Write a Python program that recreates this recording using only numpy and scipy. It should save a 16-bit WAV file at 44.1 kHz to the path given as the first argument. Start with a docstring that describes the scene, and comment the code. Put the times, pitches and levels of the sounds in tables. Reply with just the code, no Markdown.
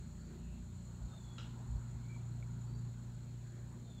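"""Beside sunny asphalt, insects buzz with their wing strokes throughout, one cricket nearest the microphone,
over a low engine idle and a machine hum. Far birds whistle from the start. About a second in, the
microphone moves, light wind starts to bump it and a few small taps begin. At 1.4 s something clacks once,
rings and rustles away. The hum swells until nearly 3 s, then sinks back under the insects."""
import sys
import numpy as np
from scipy import signal
from scipy.fft import rfft, irfft
from scipy.io import wavfile
from scipy.ndimage import uniform_filter1d

SR = 44100
rng = np.random.default_rng(int(sys.argv[2]) if len(sys.argv) > 2 else 0)


def wav_out(sig):
    """Save sig, one row per channel (or a flat mono array), as 16-bit PCM at SR to the path in sys.argv[1]."""
    wavfile.write(sys.argv[1], SR, np.round(np.clip(np.atleast_2d(sig).T, -1, 1) * 32767).astype(np.int16))


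N = 176400

# Rise and fall of all the insects together. Each row: time in seconds, gain in dB.
CHORUS_SWELL = [(0, 0.5), (.6, -1), (.8, 1.5), (1.7, 0.7), (2.6, -0.5), (3.2, -1.5), (4, -1)]


def amp(db):
    """Decibels to gain."""
    return 10 ** (np.asarray(db) / 20)


def unit(x):
    """Scales to rms 1."""
    return x / np.sqrt(np.mean(x ** 2) + 1e-20)


def clock():
    """Time of each sample in seconds."""
    return np.arange(N) / SR


def curve(rows):
    """Each column of a time table, joined by straight lines."""
    times, *columns = np.transpose(rows)
    return [np.interp(clock(), times, column) for column in columns]


def noise(shape):
    """Noise of rms 1, its spectrum shaped by a function of frequency."""
    gain = shape(np.fft.rfftfreq(N, 1 / SR))
    return unit(irfft(rfft(rng.standard_normal(N)) * gain, N))


def coloured(spectrum):
    """Noise of rms 1 that follows a spectrum table."""
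    hz, db = np.transpose(spectrum)
    return noise(lambda f: amp(np.interp(np.log(f + 1), np.log(hz + 1), db)))


def drift(rate_hz):
    """Smooth random wander, up to about the given rate."""
    return noise(lambda f: np.exp(-(f / rate_hz) ** 2) * (f > 0))


def blurred(hz, width_hz):
    """A tone smeared by many voices or echoes; it can follow a pitch curve."""
    phase = 2 * np.pi * np.cumsum(hz * np.ones(N)) / SR
    a, b = (noise(lambda f: 1 / (1 + (2 * f / width_hz) ** 2)) for _ in range(2))
    return unit(a * np.cos(phase) + b * np.sin(phase))


def dying(start, t60, rise_s):
    """A quick rise, and a decay of 60 dB in t60 seconds."""
    age = np.maximum(clock() - start, 0)
    return np.minimum(age / rise_s, 1) * np.exp(-np.log(1000) * age / t60)


def puffs(rows):
    """Gain curve of a few bell-shaped puffs."""
    return sum(amp(db) * np.exp(-((clock() - centre) / half) ** 2) for centre, half, db in rows)


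def air():
    """Distant outdoor wash and a midrange rush that swells and fades, both in drifting patches."""
    # Each row of both: frequency in Hz, relative density in dB.
    wash_spectrum = [(15, -39), (30, -16.5), (45, 1.5), (90, -6), (130, 0.5), (230, -2.5), (290, -11),
                     (380, -13), (470, -18), (900, -24.5), (1500, -26), (1950, -28.5), (2900, -32.5),
                     (3900, -30.5), (4900, -37.5), (6000, -36.5), (8500, -40.5), (9900, -42), (10400, -47),
                     (11200, -42.5), (15500, -45)]
    rush_spectrum = [(200, -9), (450, -5.5), (700, 5.5), (980, 7.5), (1180, -1.5), (1420, 3.5),
                     (1900, -10.5), (3000, -16.5), (6000, -29)]
    # Each row: time in seconds, level in dB.
    rush_levels = [(0, -75.5), (.8, -76), (1.1, -68.5), (1.25, -71), (1.6, -68), (2.1, -70.5), (2.8, -71.5),
                   (3.1, -76), (4, -78.5)]
    wash = amp(-57.5) * coloured(wash_spectrum)
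    rush = amp(curve(rush_levels)[0]) * coloured(rush_spectrum)
    hz, _, frames = signal.stft(wash + rush, SR, nperseg=1024, noverlap=768)
    patches = uniform_filter1d(rng.standard_normal(frames.shape), size=8, axis=0)  # across frequency
    patches = unit(uniform_filter1d(patches, size=10, axis=1))  # across time
    patch_db = 2.5 * patches / (1 + hz[:, None] / 3000)
    return signal.istft(frames * amp(patch_db), SR, nperseg=1024, noverlap=768)[1][:N]


def wind():
    """Short puffs of light wind buffet the microphone."""
    # Each row: centre in seconds, half length in seconds, level in dB.
    gusts = [(1.05, 0.036, -43), (1.695, 0.035, -41.5), (1.758, 0.028, -37), (1.96, 0.024, -47.5)]
    # Each row: frequency in Hz, relative density in dB.
    eddy_spectrum = [(12, -50), (27, -30), (38, -9.5), (60, 9), (78, -2), (130, -11.5), (250, -34),
                     (600, -83)]
    eddies = coloured(eddy_spectrum)
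    local_rms = np.sqrt(uniform_filter1d(eddies ** 2, size=2000) + 1e-6)
    return puffs(gusts) * eddies / local_rms


def swells():
    """The low midrange swells briefly now and then."""
    # Each row: centre in seconds, half length in seconds, level in dB.
    rises = [(.33, 0.066, -60), (1.94, 0.022, -71.5), (3.76, 0.067, -66)]
    # Each row: frequency in Hz, relative density in dB.
    spectrum = [(120, -20), (250, -7), (360, 4), (450, -7), (700, -25.5), (1500, -18), (4000, -44)]
    return puffs(rises) * coloured(spectrum)


def birds():
    """Thin gliding whistles, smeared by distance."""
    # Each row: start and length in seconds, first and last pitch in Hz, level midway in dB,
    # blur width in Hz, swell from start to end in dB.
    whistles = [(0.172, 0.16, 4500, 4530, -78, 240, -7), (0.285, .32, 2720, 2630, -78, 450, 9),
                (1.05, 0.14, 3730, 3600, -74, 89.5, 26), (1.19, 0.28, 3540, 3240, -69.5, 91, 2),
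                (1.973, 0.15, 2150, 2254, -76.5, 200, 4), (2.078, 0.096, 2330, 2310, -63, 69, 7),
                (2.193, 0.026, 2320, 2362, -72, 60, -3), (2.656, 0.17, 4492, 4600, -76, 150, -2),
                (3.433, 0.24, 1647, 1674, -75.5, 320, -2), (3.82, .23, 3730, 3352, -72.5, 100.6, 16)]
    out = np.zeros(N)
    for start, length, from_hz, to_hz, db, width, swell_db in whistles:
        progress = np.clip((clock() - start) / length, 0, 1)
        arch = 2 * np.sqrt(progress * (1 - progress))
        tone = blurred(from_hz + (to_hz - from_hz) * progress, width)
        out += amp(db + swell_db * (progress - .5)) * arch * tone
    return out


def hum():
    """A machine's clean hum swells and fades under weak wavering overtones."""
    # Each row: time in seconds, pitch in Hz, level in dB.
    fundamental = [(0, 119.8, -56.5), (.35, 119.6, -63.5), (.6, 119.4, -56.5), (1, 119.3, -52.5),
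                   (1.2, 119.2, -53), (1.4, 119.2, -49.5), (1.8, 118.8, -46), (2, 118.3, -47.5),
                   (2.3, 118.2, -44.5), (2.6, 118.4, -45), (2.86, 118.6, -43), (2.96, 118.7, -48),
                   (3.6, 119.2, -49), (4, 119.5, -53.5)]
    # Each row: multiple of the pitch, average level in dB.
    overtones = [(2, -65.5), (3, -73.5), (5, -83)]
    hz, db = curve(fundamental)
    phase = 2 * np.pi * np.cumsum(hz) / SR
    out = amp(db) * np.sin(phase)
    for multiple, overtone_db in overtones:
        gain = amp(overtone_db + 2.04 * drift(2.2))
        out += gain * np.sin(multiple * phase + 0.57 * drift(18))
    return np.sqrt(2) * out


def engine():
    """Low partials of an uneven idle; their balance shifts as the microphone moves."""
    # Each row: time in seconds, firings per second, overall gain in dB.
    idle = [(0, 27.5, -1), (.8, 29.9, -1), (1.3, 28.7, -2.5), (2.1, 28.8, 0.5), (2.75, 29.1, 2.5),
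            (3.05, 29.2, -3), (4, 30.7, -3)]
    # Each row: multiple of the firing rate, base level in dB before the move and after it.
    partials = [(2, -52, -56.5), (3, -54, -62.5), (5, -59.5, -56.5), (6, -56, -60.5), (7, -61, -68.5),
                (8, -63.5, -67.5), (9, -75.5, -85), (13, -82, -79)]
    move_start_s, move_end_s, waver_db, wobble_cycles = .7, 1.7, 1.9, .025
    rate, gain_db = curve(idle)
    firings = np.cumsum(rate) / SR
    out = np.zeros(N)
    for multiple, before_db, after_db in partials:
        db = np.interp(clock(), [move_start_s, move_end_s], [before_db, after_db]) + waver_db * drift(8.8)
        cycles = multiple * firings + wobble_cycles * drift(28) + rng.random()
        out += amp(db) * np.sin(2 * np.pi * cycles)
    return np.sqrt(2) * amp(gain_db) * out


def ticks():
    """Small taps that ring briefly."""
    # Each row: start in seconds, pitch in Hz, level in dB, t60 in seconds.
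    taps = [(2.4258, 2255, -51, .03), (2.4262, 1399, -61, 0.034), (1.131, 1275, -59, 0.089),
            (1.143, 634, -59, 0.068), (1.539, 1390, -61, 0.067), (2.163, 940, -56, 0.058),
            (2.941, 1480, -63, .03)]
    return sum(amp(db) * dying(start, t60, rise_s=.001) * np.sin(2 * np.pi * hz * (clock() - start))
               for start, hz, db, t60 in taps)


def clack():
    """A sharp blow rings an object's modes; its aftershocks trail off into a grainy rustle."""
    # The blow, then its aftershocks. Each row: start in seconds, level in dB.
    hits = [(1.382, -50.5), (1.394, -66), (1.407, -58.5), (1.427, -63), (1.442, -62)]
    # Each row: frequency in Hz, relative density in dB.
    spectrum = [(200, -13), (550, -1), (750, -17), (1150, -2), (1380, 6), (1800, -4), (2400, -4),
                (2900, 6.5), (3400, 1), (3950, 3), (4400, -8), (5600, -7.5), (6800, -12), (8500, -32),
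                (15000, -37)]
    # Each row: pitch in Hz, relative level in dB, t60 in seconds.
    modes = [(572, 7.5, 0.084), (1350, 7.5, 0.27), (1555, -15, .2), (2870, -8, 0.42), (2996, -7, 0.41),
             (3100, -3, .25), (3140, -14, 0.32), (3500, -7, 0.78), (3625, -10, .2), (3935, 1, 0.21),
             (5180, -4, 0.31)]
    start = hits[0][0]
    blow_gain = sum(amp(db) * dying(at, t60=0.062, rise_s=0.00059) for at, db in hits)
    rustle_gain = amp(-57 + 1.5 * drift(200)) * dying(start, t60=0.51, rise_s=0.01)
    ring = np.zeros(N)
    for hz, db, t60 in modes:
        tone = np.sin(2 * np.pi * (hz * clock() + rng.random()))
        ring += amp(db - 65) * dying(start, t60, rise_s=0.0012) * tone
    return ring + blow_gain * coloured(spectrum) + rustle_gain * coloured(spectrum)


def insects():
    """The far chorus: each kind rings in its own band, pulsed by its wing strokes."""
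    # Each row: centre and width in Hz, base level in dB, strokes per second, pulse depth from 0 to 1.
    bands = [(6950, 800, -73.5, 28.4, 0.08), (7685, 690, -77, 59, 0.18), (4233, 440, -78.5, 34, 0.13)]
    waver_db, jitter = 1, 0.0032
    out = np.zeros(N)
    for hz, width, db, rate, depth in bands:
        strokes = np.cumsum(rate * (1 + jitter * drift(2.1))) / SR
        pulses = 1 + depth * (2 * np.cos(np.pi * strokes) ** 4 - 1)
        out += amp(db + waver_db * drift(15)) * unit(blurred(hz, width) * pulses)
    return out * amp(curve(CHORUS_SWELL)[0])


def cricket():
    """The cricket nearest the microphone trills: one tone pulse per wing stroke."""
    strokes_per_s, jitter, base_db = 39.7, .003, -77
    strokes = np.cumsum(strokes_per_s * (1 + jitter * drift(2.2))) / SR
    pulses = np.cos(np.pi * strokes) ** 2
    trill = unit(pulses * blurred(hz=7025, width_hz=56))
    return amp(base_db + curve(CHORUS_SWELL)[0]) * trill


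def scene():
    """All sources at one microphone beside the asphalt."""
    mix = insects() + cricket() + engine() + hum() + air() + wind() + swells() + birds() + clack() + ticks()
    return mix[None]


def record(dry):
    """The recorder cuts off the highest treble."""
    edge_hz = 15720
    lowpass = signal.firwin(511, edge_hz, window=("kaiser", 9), fs=SR)
    return signal.oaconvolve(dry, lowpass[None], "same")


dry = scene()
out = record(dry)
wav_out(out)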